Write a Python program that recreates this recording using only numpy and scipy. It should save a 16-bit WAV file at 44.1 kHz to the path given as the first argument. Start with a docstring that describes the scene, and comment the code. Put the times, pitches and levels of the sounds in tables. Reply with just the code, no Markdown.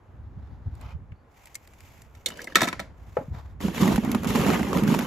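"""A die-cast toy car drops among others in a plastic tub outdoors: noise-excited cracks and decaying modes.
Before the drop the held car clicks in the fingers, as short bursts and rings.
A hand knocks the hollow fence of a ball pit, heard as modes, then digs through the plastic balls:
random collisions clatter, roll and rub, and low swelling tones boom.
Shaped noise makes the breeze, clothes and outdoor hush; gliding tones make faint chirps."""
import sys
import numpy as np
from scipy import signal
from scipy.fft import rfft, irfft, next_fast_len
from scipy.io import wavfile
from scipy.ndimage import uniform_filter1d

SR = 44100
rng = np.random.default_rng(int(sys.argv[2]) if len(sys.argv) > 2 else 0)


def inscribe(sig):
    """Save sig as 16-bit PCM at rate SR to the path in sys.argv[1].

    A 1-D sig is mono; a 2-D sig holds one channel per row.
    Samples are clipped to [-1, 1] before scaling.
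    """
    pcm = np.round(np.clip(np.atleast_2d(sig).T, -1, 1) * 32767)
    wavfile.write(sys.argv[1], SR, pcm.astype(np.int16))


N = 223542
TIME = np.arange(N) / SR
RING = np.arange(SR // 4) / SR  # time axis of one struck sound

# Levels in the tables are relative: each layer's gain is applied afterwards.
# Toy car contacts in the tub: (time [s], sharp crack [dB], car body ring [dB], tub ring [dB],
# tub floor thud [dB])
CAR_HITS = [(2.15, -49.5, -60, -49, -61), (2.2598, -15.5, -16.5, -40.5, -48),
            (2.2625, -25, -27.5, -45, -46.5), (2.2852, -28.5, -55, -42.5, -44.5),
            (2.3027, -40, -49, -35, -42), (2.32, -55, -46, -41, -44), (2.372, -39.5, -63, -50, -46),
            (2.394, -54, -60, -37.5, -51.5), (2.403, -49.5, -55, -40, -52.5),
            (2.4166, -32.5, -50, -47.5, -47.5), (2.4425, -31.5, -54.5, -57.5, -44),
            (2.471, -44, -48, -41, -39.5), (2.5215, -50, -48.5, -44, -44), (2.5553, -9, -13, -4.5, -29.5),
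            (2.5671, -20.5, -26.5, -14.5, -30), (2.5836, -43, -32.5, -28.5, -33.5),
            (2.593, -42.5, -34, -32.5, -37), (2.6068, -27.5, -26.5, -16, -33),
            (2.6162, -15, -23.5, -13, -23.5), (2.6301, -20.5, -22, -23, -27),
            (2.6345, -28.5, -26, -22.5, -34), (2.642, -24.5, -35, -25, -32.5),
            (2.654, -31, -42.5, -30, -38), (2.6728, -32, -41, -27, -36), (2.677, -32, -46.5, -20.5, -43),
            (2.6844, -24, -30.5, -22.5, -37.5), (2.7275, -40, -48, -22.5, -38),
            (2.7941, -42, -53, -24.5, -37.5), (2.7986, -31, -33.5, -29, -33.5)]
# Spectrum of a sharp crack: (frequency [Hz], density [dB per Hz])
CRACK = [(300, -21), (1500, -16), (2500, -6), (4800, 4.5), (6000, -8.5), (8200, 9.5), (9800, -4),
         (11300, -3.5), (15500, -2)]
# Spectrum of hollow ball shells knocking: (frequency [Hz], density [dB per Hz])
SHELL = [(150, -4), (450, 3.5), (650, 0), (1000, 1), (1280, -4), (1500, -6.5), (2200, -5.5), (3000, -14.5),
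         (4300, -18.5), (8000, -20.5), (16000, -43.5)]
# Spectrum of balls rubbing and ticking: (frequency [Hz], density [dB per Hz])
RUB = [(500, -36), (2000, 3.5), (3500, -0.5), (5000, -4.5), (7600, -1.5), (9800, -3), (14000, -3.5),
       (15600, -3)]


def amp(db):
    """Level to amplitude ratio: 20 dB is a factor of ten."""
    return 10 ** (np.asarray(db) / 20)


def unit(x):
    """Normalisation to a root-mean-square value of 1."""
    return x / np.sqrt(np.mean(x ** 2) + 1e-20)


def read(points, hz):
    """Interpolation of a table along a logarithmic frequency axis."""
    f, value = np.transpose(points)
    return np.interp(np.log(hz + 1), np.log(f + 1), value)


def add(mix, s, sound):
    """Superposition: a sound joins the mix from time s."""
    part = mix[:, round(s * SR):][:, :sound.shape[-1]]
    part += sound[..., :part.shape[-1]]


def colour(pair, spectrum):
    """Minimum-phase filtering at unit power gain, with partial coherence between the two channels."""
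    # Left-right likeness: (frequency [Hz], correlation [-])
    likeness = [(50, .8), (110, .87), (200, .96), (350, .84), (640, .58), (1400, .55), (3000, .5),
                (6000, .5), (7800, .93), (16000, .97)]
    size = next_fast_len(N + SR // 4, True) // 2 * 2
    hz = abs(np.fft.fftfreq(size, 1 / SR))
    log_gain = np.log(unit(amp(read(spectrum, hz))))
    causal_filter = np.exp(np.conj(signal.hilbert(log_gain)))
    a, b = np.fft.fft(pair, size) * causal_filter
    same = np.clip(read(likeness, hz), -1, 1)
    mid = a * np.sqrt((1 + same) / 2)
    side = b * np.sqrt((1 - same) / 2)
    return np.fft.ifft([mid + side, mid - side]).real[:, :N]


def noise():
    """White noise: two uncorrelated Gaussian channels."""
    return rng.standard_normal((2, N))


def wobble(per_s):
    """Band-limited random modulation of rms 1: per_s random values a second, joined by lines."""
    knots = rng.standard_normal(N // 20)
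    return unit(np.interp(TIME * per_s, np.arange(len(knots)), knots))


def bursts(times, levels_db, spectrum, t60, tail_db, tail_t60):
    """High modal density: a blow excites crowded short modes, and nearby walls scatter a weaker tail."""
    out = np.zeros((2, N))
    direct = amp(-60 * RING / t60)
    tail = amp(tail_db - 60 * RING / tail_t60)
    fall = np.hypot(direct, tail) * (1 - np.exp(-RING / .0005))
    for s, db in zip(times, levels_db):
        add(out, s, amp(db) * fall * rng.standard_normal((2, len(RING))))
    return colour(out, spectrum)


def rings(times, levels_db, modes, spread, spot_db):
    """Modal synthesis: each blow lands on another spot and weights the decaying modes anew."""
    hz, mode_db, t60 = np.transpose(modes)[:, :, None]
    envelope = amp(mode_db - 60 * RING / t60) * (1 - np.exp(-RING / .0009))
    decay = envelope * np.exp(2j * np.pi * hz * RING)
    out = np.zeros((2, N))
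    for s, db in zip(times, levels_db):
        weight, phase, skew = rng.standard_normal((3, len(modes)))
        angle = np.pi * phase + spread * np.outer([1, -1], skew)  # skew parts the channels
        spot = amp(db) * unit(amp(spot_db * weight)) * np.exp(1j * angle)
        add(out, s, (spot @ decay).imag)
    return out


def thumps(rows, swell_s, lead_s, tail_db, tail_t60):
    """Damped oscillation: a tone swells and dies under a critically damped pulse with a weaker tail."""
    out = np.zeros((2, N))
    u = RING / swell_s
    swell = (u * np.exp(1 - u)) ** 2
    tail = amp(tail_db - 60 * RING / tail_t60) * (1 - np.exp(-u))
    for s, db, hz in rows:
        add(out, s - lead_s, amp(db) * (swell + tail) * np.sin(2 * np.pi * hz * RING))
    return out


def patter(per_s, size_db, fall_s, tone, low_hz, high_hz, count=24):
    """Random point process: collisions of random size, each a click with one of count pitches."""
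    out = np.zeros((2, N))
    t = RING[:len(RING) // 4]
    happens = rng.random(N) < per_s / SR
    sizes = amp(size_db * np.minimum(rng.exponential(1, N), 3)) * happens
    pitch = rng.integers(0, count, N)
    tone_fall = amp(-30 * t / fall_s)  # 30 dB in fall_s; the click falls 90 dB
    click_fall = amp(-90 * t / fall_s)
    for k, hz in enumerate(np.geomspace(low_hz, high_hz, count)):
        ring = np.sin(2 * np.pi * (hz * t + rng.random((2, 1))))
        clack = rng.standard_normal((2, len(t))) * click_fall + tone * ring * tone_fall
        out += signal.oaconvolve((sizes * (pitch == k))[None], clack, axes=1)[:, :N]
    slow_power = uniform_filter1d(np.mean(out ** 2, 0), size=4000)
    return unit(out / np.sqrt(slow_power + 1e-9))  # slow level changes evened out


def strokes(starts, lengths, attack_s, release_s):
    """Movement envelopes: a linear attack, a hold, and an exponential release."""
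    t = TIME - starts[:, None]
    release = np.exp(-np.maximum(t - lengths[:, None], 0) / release_s)
    return np.clip(t / attack_s, 0, 1) * release


def together(levels_db, envelopes):
    """Incoherent summation: overlapping movements add in power."""
    return np.sqrt(amp(levels_db) ** 2 @ envelopes ** 2)


def toy_cars():
    """Impact excitation: metal cars crack together, their bodies and small parts ring, others rattle."""
    # Axles, wheels and trim: (frequency [Hz], level [dB], T60 [s])
    trim_modes = [(2156, -5.5, 0.051), (5440, -7, 0.031), (5630, -2.5, 0.027), (5880, -4, 0.042),
                  (6240, -1.5, .028), (6970, -6.5, 0.067), (7870, -12, 0.073), (10900, -12.5, .042),
                  (13640, -13, .035)]
    # Car body: (frequency [Hz], level [dB], T60 [s])
    car_modes = [(2260, -8, 0.036), (2950, -18, 0.073), (3400, -12, 0.05), (3620, -9.5, 0.06),
                 (3690, 1, 0.047), (4100, -21, 0.079), (4220, -8, 0.054)]
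    # Crowded short modes of the other cars: (frequency [Hz], density [dB per Hz])
    car_rattle = [(500, -32.5), (2300, -12), (2900, -6), (3650, 7.5), (4200, -7.5), (4800, -16.5),
                  (16000, -46)]
    s, crack_db, car_db, _, _ = np.transpose(CAR_HITS)
    crack = amp(-3) * bursts(s, crack_db, CRACK, t60=.028, tail_db=-22, tail_t60=.16)
    trim = amp(-8) * rings(s, crack_db, trim_modes, spread=.3, spot_db=3)
    bodies = amp(-1) * rings(s, car_db, car_modes, spread=1, spot_db=1)
    jolted = amp(-8) * bursts(s, car_db, car_rattle, t60=.03, tail_db=-16, tail_t60=.14)
    return crack + trim + bodies * amp([[-5], [3]]) + jolted  # bodies stronger on the right


def tub():
    """Panel vibration: the plastic tub rings, rattles and thuds under the tumbling car."""
    # Tub: (frequency [Hz], level [dB], T60 [s])
    tub_modes = [(350, -11.5, 0.035), (540, -22, 0.12), (700, -22, 0.1), (972, -19.5, 0.12),
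                 (1032, -16, 0.058), (1288, -8, 0.058), (1327, -7.5, 0.075), (1407, -15.5, 0.058),
                 (1715, -3, 0.028), (1780, -6.5, 0.045), (1900, -4, 0.028), (2254, 0, 0.025),
                 (2584, -7, 0.036)]
    # Hollow knocks of walls and floor, each panel with its own note: (time [s], level [dB], frequency [Hz])
    tub_knocks = [(2.556, -25.5, 351), (2.5845, -27, 1120), (2.618, -17.5, 655), (2.619, -22, 1016),
                  (2.626, -18.5, 236), (2.633, -36, 600), (2.635, -22, 250), (2.653, -27.5, 670),
                  (2.675, -27, 263), (2.676, -26.5, 1007), (2.729, -30.5, 1040), (2.797, -30.5, 663)]
    # Rattle of the tub: (frequency [Hz], density [dB per Hz])
    tub_body = [(40, -46), (200, -20), (700, -21), (1300, -5), (2100, -1), (2800, -12), (4500, -13.5),
                (9000, -22.5), (16000, -44)]
    # Thud of its floor: (frequency [Hz], density [dB per Hz])
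    tub_floor = [(30, -43.5), (100, -10.5), (190, 4.5), (280, 1.5), (400, -4.5), (600, -0.5), (900, -8.5),
                 (2000, -32), (16000, -77)]
    s, _, _, tub_db, thud_db = np.transpose(CAR_HITS)
    ring = amp(-2.8) * rings(s, tub_db, tub_modes, spread=.5, spot_db=2.5)
    panels = thumps(tub_knocks, swell_s=.002, lead_s=0, tail_db=-10.5, tail_t60=.1)
    rattle = amp(-5) * bursts(s, tub_db, tub_body, t60=.03, tail_db=-17, tail_t60=.3)
    thud = bursts(s, thud_db, tub_floor, t60=.081, tail_db=-12.5, tail_t60=.42)
    return ring + panels + rattle + thud


def dragged_car():
    """Stick-slip friction: the held car scrapes and catches on the others, and the tub floor groans."""
    # Drags: (start [s], length [s], level [dB])
    drags = [(2.257, 0.033, -40), (2.297, 0.048, -47.5), (2.349, 0.1, -46.5), (2.464, 0.071, -50),
             (2.546, 0.0043, -30)]
    # Brief ringing catches: (time [s], level [dB], frequency [Hz])
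    catch_rows = [(2.282, -45.5, 2110), (2.301, -47, 2950), (2.311, -44, 2950), (2.32, -43.5, 2950),
                  (2.332, -54, 2940), (2.381, -46, 1570), (2.387, -50.5, 3030), (2.392, -33.5, 1680),
                  (2.403, -38.5, 1900), (2.404, -42.5, 2240), (2.418, -48.5, 2470), (2.473, -33.5, 2050),
                  (2.477, -41, 1690), (2.486, -48.5, 2094), (2.499, -48.5, 1230), (2.521, -39, 1730),
                  (2.549, -34, 3130)]
    # Scrape: (frequency [Hz], density [dB per Hz])
    scrape_colour = [(200, -7.5), (400, 2.5), (540, 10.5), (720, -15), (1000, 1), (1300, -8.5),
                     (1700, -4.5), (2200, -7), (2600, -6), (2950, -1.5), (3400, -11), (4500, -6),
                     (7300, -13), (9500, -16), (13000, -19.5), (15500, -16)]
    # Groan of the tub floor: (frequency [Hz], density [dB per Hz])
    tub_groan = [(100, -14.5), (280, -3), (400, -9.5), (530, 4.5), (680, -10), (1100, -19.5), (4000, -38.5)]
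    start, length, drag_db = np.transpose(drags)
    dragging = together(drag_db, strokes(start, length, attack_s=.0088, release_s=.0051))
    slips = patter(per_s=1300, size_db=2.2, fall_s=.028, tone=.3, low_hz=1600, high_hz=3100)
    scrape = amp(-3) * colour(slips, scrape_colour) * dragging
    judder = patter(per_s=500, size_db=2, fall_s=.03, tone=.2, low_hz=300, high_hz=700, count=8)
    groan = amp(-8) * colour(judder, tub_groan) * dragging
    catches = thumps(catch_rows, swell_s=.002, lead_s=0, tail_db=-3.5, tail_t60=.07)
    stick_slip = 1 + .55 * wobble(420)
    return scrape + groan + catches * stick_slip


def handling():
    """Damped impacts: loose wheels click as the car turns in the fingers, which damp its chassis."""
    # Clicks: (time [s], dry tick [dB], axle ring [dB], chassis [dB])
    hand_clicks = [(.752, -47, -75, -59), (.812, -41, -75, -51), (1.1198, -75, -78, -43),
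                   (1.456, -39, -56, -44), (1.471, -40.5, -62, -42.5), (1.545, -35, -44, -50),
                   (1.5532, -24, -29, -32), (1.651, -58, -66, -52), (1.674, -40.5, -60, -48),
                   (1.735, -50, -56, -43), (1.805, -40, -74, -47), (2.0184, -40, -48.5, -47)]
    # Wheels and axles: (frequency [Hz], level [dB], T60 [s])
    axle_modes = [(2155, -2.5, 0.04), (5290, -4, 0.019), (6090, 1, 0.028), (6700, 1, .014),
                  (7230, 1, 0.027), (7700, 2, 0.027), (8800, 5, 0.02)]
    # Damped chassis: (frequency [Hz], density [dB per Hz])
    chassis_colour = [(300, -13), (1000, -11), (1600, -2), (2150, 5.5), (2900, -5.5), (3600, -17),
                      (6000, -26), (16000, -40)]
    s, tick_db, axle_db, chassis_db = np.transpose(hand_clicks)
    ticks = bursts(s, tick_db, CRACK, t60=.017, tail_db=-26, tail_t60=.1)
    axles = rings(s, axle_db, axle_modes, spread=.3, spot_db=2)
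    chassis = bursts(s, chassis_db, chassis_colour, t60=.022, tail_db=-22, tail_t60=.12)
    return amp(-3) * (ticks + axles + chassis)


def ball_sweeps():
    """Many-body collisions: light hollow balls clatter, roll, rub and boom as the hand digs."""
    # Sweeps of the hand: (start [s], length [s], boom [dB], clatter [dB], rolling [dB], rubbing [dB])
    sweep_rows = [(3.597, 0.074, -31.5, -47.5, -51, -42), (3.73, 0.15, -34, -47, -42, -39),
                  (3.789, 0.11, -19.5, -37, -44, -38), (3.893, 0.058, -25, -39, -46, -38.5),
                  (4.017, 0.14, -26.5, -44, -54, -53), (4.225, 0.051, -26.5, -46.5, -43, -65),
                  (4.271, 0.094, -28, -42.5, -42, -38), (4.333, 0.14, -23, -36.5, -36.5, -35.5),
                  (4.46, 0.078, -21, -32, -37.5, -36.5), (4.518, 0.045, -25.5, -36, -36, -38.5),
                  (4.55, 0.19, -28.5, -41.5, -45.5, -45), (4.728, 0.064, -24, -34.5, -48, -39),
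                  (4.805, 0.065, -24, -47, -44, -50), (4.858, 0.095, -20.5, -39.5, -44, -37.5),
                  (4.964, 0.088, -32.5, -42.5, -42.5, -43)]
    # Balls still shifting once disturbed: boom, clatter, rolling, rubbing [dB]
    settle_db = [-36, -60, -48.5, -50]
    # A ball skids drily against its neighbour: (start [s], length [s], level [dB])
    skid_rows = [(3.809, .012, -32.5), (3.96, 0.0088, -41), (4.269, 0.036, -35.5), (4.982, 0.007, -39)]
    # Boom of the heap: (frequency [Hz], density [dB per Hz])
    heap_colour = [(50, -30), (120, -11), (180, -3.5), (220, -3.5), (280, -8), (400, -11.5), (600, -28.5),
                   (1200, -26), (4000, -66)]
    # Shell rolling on shell: (frequency [Hz], density [dB per Hz])
    roll_colour = [(200, -35), (500, 16.5), (800, -2), (1300, -1), (1700, 0), (2200, 0.5), (3100, 0.5),
                   (4000, -13), (8000, -20), (16000, -54)]
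    start, length, *levels_db = np.transpose(sweep_rows)
    sweeps = strokes(start, length, attack_s=.027, release_s=.028)
    disturbed = np.maximum.accumulate(sweeps[0])  # stays up after the first sweep
    boom, clatter, roll, rub = (np.hypot(together(db, sweeps), disturbed * amp(rest_db))
                                for db, rest_db in zip(levels_db, settle_db))
    skid_at, skid_length, skid_db = np.transpose(skid_rows)
    skids = together(skid_db, strokes(skid_at, skid_length, attack_s=.0037, release_s=.005))

    jostle = patter(per_s=500, size_db=1.5, fall_s=.043, tone=.064, low_hz=166, high_hz=326)
    knocks = patter(per_s=560, size_db=2, fall_s=.022, tone=1, low_hz=380, high_hz=2600)
    seams = patter(per_s=1100, size_db=2.1, fall_s=.015, tone=.8, low_hz=900, high_hz=3400)
    slips = patter(per_s=3100, size_db=3.5, fall_s=.025, tone=.55, low_hz=2644, high_hz=8010)
    heap = amp(-2.5) * boom * colour(jostle, heap_colour)
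    clattering = amp(-3) * clatter * colour(knocks, SHELL)
    rolling = amp(-2.5) * roll * colour(seams, roll_colour)
    friction = amp(-.5) * np.hypot(rub, skids) * colour(slips, RUB)
    return heap * amp([[-1.7], [1.3]]) + (clattering + rolling) * amp([[-.9], [.9]]) + friction


def heap_shoves():
    """Low-frequency pulses: heavy shoves make the heap of balls boom, swelling and dying alike."""
    # Shoves: (time [s], level [dB], frequency [Hz])
    booms = [(3.649, -8.5, 202.5), (3.682, -15.5, 182), (3.822, -5.5, 208), (3.849, -14, 252),
             (3.982, -4.5, 216), (4.041, -9.5, 224), (4.076, -8.5, 225), (4.15, -8, 241), (4.358, -13, 222),
             (4.393, -8, 188), (4.491, -6.5, 212), (4.61, -10.5, 190), (4.76, -8.5, 221),
             (4.832, -11.5, 191), (4.885, -8, 181), (4.922, -7, 220), (4.941, -8, 194), (4.994, -14, 238)]
    shoves = thumps(booms, swell_s=.0061, lead_s=.0018, tail_db=-28, tail_t60=.1)
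    return amp(-6.5) * shoves * amp([[-1.7], [1.3]])


def ball_clacks():
    """Shell resonance: single balls clack with a sharp tick and a hollow note of their own."""
    # Clacks: (time [s], sharp tick [dB], hollow shell [dB], shell pitch [Hz])
    clack_rows = [(3.604, -47, -37, 990), (3.611, -35.5, -38, 1104), (3.6825, -43, -30, 793),
                  (3.7465, -35, -32.5, 960), (3.763, -41, -42, 1900), (3.7801, -42, -31, 2070),
                  (3.816, -26, -27.5, 1230), (3.832, -38, -22.5, 1140), (3.877, -24, -24.5, 860),
                  (3.935, -38, -35, 1050), (3.9591, -21, -28.5, 1530), (3.979, -46, -26.5, 810),
                  (4.0352, -50, -35, 493), (4.0483, -30.5, -31.5, 1043), (4.116, -18.5, -52, 2620),
                  (4.128, -45, -38, 2660), (4.147, -23, -23, 1244), (4.1495, -29, -35, 1840),
                  (4.233, -31, -32, 920), (4.2448, -25.5, -29.5, 1270), (4.253, -38, -31.5, 1090),
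                  (4.263, -48, -40, 1800), (4.28, -37, -39, 1300), (4.305, -30, -27.5, 1220),
                  (4.319, -42, -35, 1090), (4.351, -33, -27, 1220), (4.3564, -30, -23, 835),
                  (4.398, -41, -34, 1010), (4.415, -41, -31, 1230), (4.465, -26, -27, 1140),
                  (4.474, -36, -37, 2780), (4.4909, -27, -34, 944), (4.502, -38, -21.5, 1314),
                  (4.547, -39, -29.5, 2770), (4.553, -37, -30, 1140), (4.594, -30, -29.5, 920),
                  (4.607, -45, -34, 700), (4.63, -36, -29, 2070), (4.7301, -31, -23.5, 1090),
                  (4.772, -23.5, -28, 1000), (4.782, -30, -35, 1190), (4.8351, -25, -36, 993),
                  (4.877, -30, -26, 1584), (4.921, -34, -33, 1100), (4.941, -31.5, -24, 931),
                  (4.9463, -23, -23, 850), (4.99, -20, -26, 1490), (5.009, -46, -27.5, 1000)]
    at, tick_db, shell_db, shell_hz = np.transpose(clack_rows)
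    ticks = amp(-2.5) * bursts(at, tick_db, RUB, t60=.02, tail_db=-19, tail_t60=.08)
    clacks = amp(5) * bursts(at, shell_db, SHELL, t60=.022, tail_db=-22, tail_t60=.09)
    notes = zip(at, shell_db, shell_hz)
    pocks = amp(1) * thumps(notes, swell_s=.00078, lead_s=0, tail_db=-9, tail_t60=.075)
    return (clacks + pocks) * amp([[-.9], [.9]]) + ticks


def fence():
    """Hollow-body resonance: the fence rings when knocked, then bumps dully as the arm leans over."""
    # Knocks: (time [s], level [dB])
    fence_hits = [(3.1685, -10.5), (3.1875, -27), (3.211, -33)]
    # Fence: (frequency [Hz], level [dB], T60 [s])
    fence_modes = [(495, 1.5, 0.055), (606, -5.5, 0.056), (815, -9, 0.05), (838, -3, 0.075),
                   (1170, -21, 0.046), (1320, -13.5, 0.074), (1600, -37, 0.045), (1970, -25, 0.038),
                   (2480, -29, .03)]
    # Dull wall around the modes: (frequency [Hz], density [dB per Hz])
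    fence_wall = [(60, -38), (200, -25), (520, 17), (900, 1.5), (1500, -4), (2500, -18), (3300, -30),
                  (15000, -45)]
    # Soft low bumps against the pit wall: (time [s], level [dB], frequency [Hz])
    bump_rows = [(3.184, -28, 145), (3.209, -32, 262), (3.282, -28, 141), (3.308, -26.5, 110),
                 (3.345, -28, 115)]
    s, db = np.transpose(fence_hits)
    knock = amp(-7) * rings(s, db, fence_modes, spread=.42, spot_db=1.5)
    wall = amp(-5) * bursts(s, db, fence_wall, t60=.04, tail_db=-16, tail_t60=.24)
    bumps = thumps(bump_rows, swell_s=.0036, lead_s=.0005, tail_db=-13, tail_t60=.15)
    return knock + wall + bumps


def breeze():
    """Turbulent pressure: low-frequency noise flutters and gusts at the close microphone."""
    # Strength of the breeze: (time [s], level [dB])
    breeze_level = [(0, -53.5), (.3, -41), (1.05, -44), (1.33, -62), (2.05, -51), (2.5, -54.5),
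                    (2.8, -48.5), (3.55, -42.5), (4.4, -37), (5.07, -41)]
    # Single gusts: (time [s], peak level [dB])
    gust_rows = [(.28, -58), (0.386, -34), (0.527, -32.5), (0.672, -27), (0.733, -35.5), (.8, -40.5),
                 (0.859, -38), (0.951, -31.5), (1.03, -38.5), (1.123, -33.5), (2.78, -40), (3.08, -40),
                 (3.321, -28), (3.68, -30.5), (3.951, -26.5), (4.3, -29), (4.41, -28)]
    # Breeze: (frequency [Hz], density [dB per Hz])
    wind_colour = [(15, -42.5), (35, -11), (58, 5.5), (100, 1), (160, -11), (260, -17.5), (500, -32.5),
                   (1500, -68), (16000, -115)]
    # Gust, brighter than the breeze: (frequency [Hz], density [dB per Hz])
    gust_colour = [(15, -24), (35, -2), (60, 8.5), (100, 3.5), (160, -4.5), (260, -16.5), (500, -34),
                   (1500, -55), (16000, -115)]
    at, gust_db = np.transpose(gust_rows)
    gusts = together(gust_db, np.exp(-((TIME - at[:, None]) / .016) ** 2))  # 16 ms half length
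    flutter_db = 2 * wobble(33)
    strength = amp(np.interp(TIME, *np.transpose(breeze_level)) + flutter_db)
    wind = strength * colour(noise(), wind_colour) + gusts * colour(noise(), gust_colour)
    return wind * amp([[-1], [0]])


def clothes():
    """Friction noise: cloth swishes with a grainy level as the arm moves."""
    # Swishes: (middle [s], half length [s], level [dB], treble level [dB])
    swishes = [(.58, 0.32, -64.5, -82), (0.792, 0.052, -63.5, -69), (1.48, 0.15, -62, -59),
               (1.686, 0.069, -96, -62.5), (1.919, 0.14, -62, -56.5), (2.22, 0.11, -89, -63),
               (3.144, 0.17, -61.5, -62), (3.373, 0.044, -48.5, -60), (3.463, 0.077, -60.5, -69)]
    # Body of the swish: (frequency [Hz], density [dB per Hz])
    cloth_colour = [(150, -9), (500, 3.5), (850, 10), (1300, 2), (2000, -2.5), (2700, -16.5), (3600, -8.5),
                    (7500, -24.5), (15500, -49)]
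    # Its treble: (frequency [Hz], density [dB per Hz])
    cloth_hiss = [(500, -33), (2200, 8.5), (4000, -5.5), (7500, -0.5), (10000, -9.5), (13500, -6),
                  (15500, 1)]
    middle, half, db, treble_db = np.transpose(swishes)
    swells = np.exp(-abs((TIME - middle[:, None]) / half[:, None]) ** 3)
    body = amp(db) @ swells * colour(noise(), cloth_colour)
    treble = amp(treble_db) @ swells * colour(noise(), cloth_hiss)
    grain_db = 1.8 * wobble(160) + 1.3 * wobble(22)
    return (body + treble) * amp(grain_db)


def sleeve():
    """Granular friction: a sleeve scuffs once, hollower than the other rustles."""
    # Scuff: (start [s], length [s], level [dB])
    scuff = [(0.793, 0.13, -54.5)]
    # Its spectrum: (frequency [Hz], density [dB per Hz])
    scuff_colour = [(240, -24), (520, -7), (760, -4.5), (1130, -4), (1400, -5.5), (1750, -17), (2150, -9.5),
                    (2800, -9), (3400, -17.5), (4560, -20.5), (7000, -24.5), (9500, -32), (12000, -27),
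                    (15600, -40)]
    start, length, db = np.transpose(scuff)
    rubbing = together(db, strokes(start, length, attack_s=.03, release_s=.018))
    fibres = patter(per_s=2600, size_db=1.5, fall_s=.02, tone=.3, low_hz=700, high_hz=3000, count=8)
    return rubbing * colour(fibres, scuff_colour)


def bird():
    """Frequency modulation: faint gliding chirps, probably a bird, blurred by distance."""
    # Chirps: (middle [s], half length [s], level [dB], middle frequency [Hz], rise [Hz per s])
    chirps = [(0.524, .04, -80, 4600, 7000), (1.18, 0.05, -78, 4450, 2000)]
    out = np.zeros((2, N))
    for middle, half, db, hz, rise in chirps:
        t = TIME - middle
        glide = np.sin(2 * np.pi * (hz + .5 * rise * t) * t)
        out += amp(db) * np.exp(-(t / half) ** 2) * wobble(600) * glide
    return out


def hush():
    """Diffuse background: far outdoor noise, slowly varying in level."""
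    # Outdoor air: (frequency [Hz], density [dB per Hz])
    air_colour = [(30, 9), (150, -5.5), (400, -7.5), (900, -8.5), (1600, -16), (2500, -25), (4500, -37.5),
                  (8000, -39), (16000, -49)]
    return amp(-55.5) * colour(noise(), air_colour) * amp(wobble(7))


def scene():
    """Linear superposition of all sources in the open air."""
    car = toy_cars() + tub() + dragged_car() + handling()
    pit = ball_sweeps() + heap_shoves() + ball_clacks() + fence()
    return car + pit + breeze() + clothes() + sleeve() + bird() + hush()


def record(dry):
    """Output stage: interchannel phase, a low cut, a clipping ceiling and a band limit."""
    # Stereo widening, as phase between the channels: (frequency [Hz], lead of the left [rad])
    widening_phase = [(20, 0), (1900, 0), (2600, -.4), (3700, -.1), (5300, -.4), (6800, .2), (8350, 2.9),
                      (9600, 3.3), (11300, 6.1), (13200, 6.5), (14800, 9.3), (16000, 9.5)]
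    low_cut_hz, edge_hz, ceiling = 41, 15720, .9
    size = next_fast_len(N + SR // 4)
    lead = read(widening_phase, np.fft.rfftfreq(size, 1 / SR))
    turn = np.exp(.5j * np.outer([1, -1], lead))  # half to each channel
    wide = irfft(rfft(dry, size) * turn, size)[:, :N]
    low_cut = signal.butter(2, low_cut_hz, "highpass", fs=SR, output="sos")
    lean = signal.sosfilt(low_cut, wide)
    limited = np.clip(lean, -ceiling, ceiling)
    band_limit = signal.firwin(401, edge_hz, window=("kaiser", 9), fs=SR)
    return signal.oaconvolve(limited, band_limit[None], "same")


dry = scene()
out = record(dry)
inscribe(out)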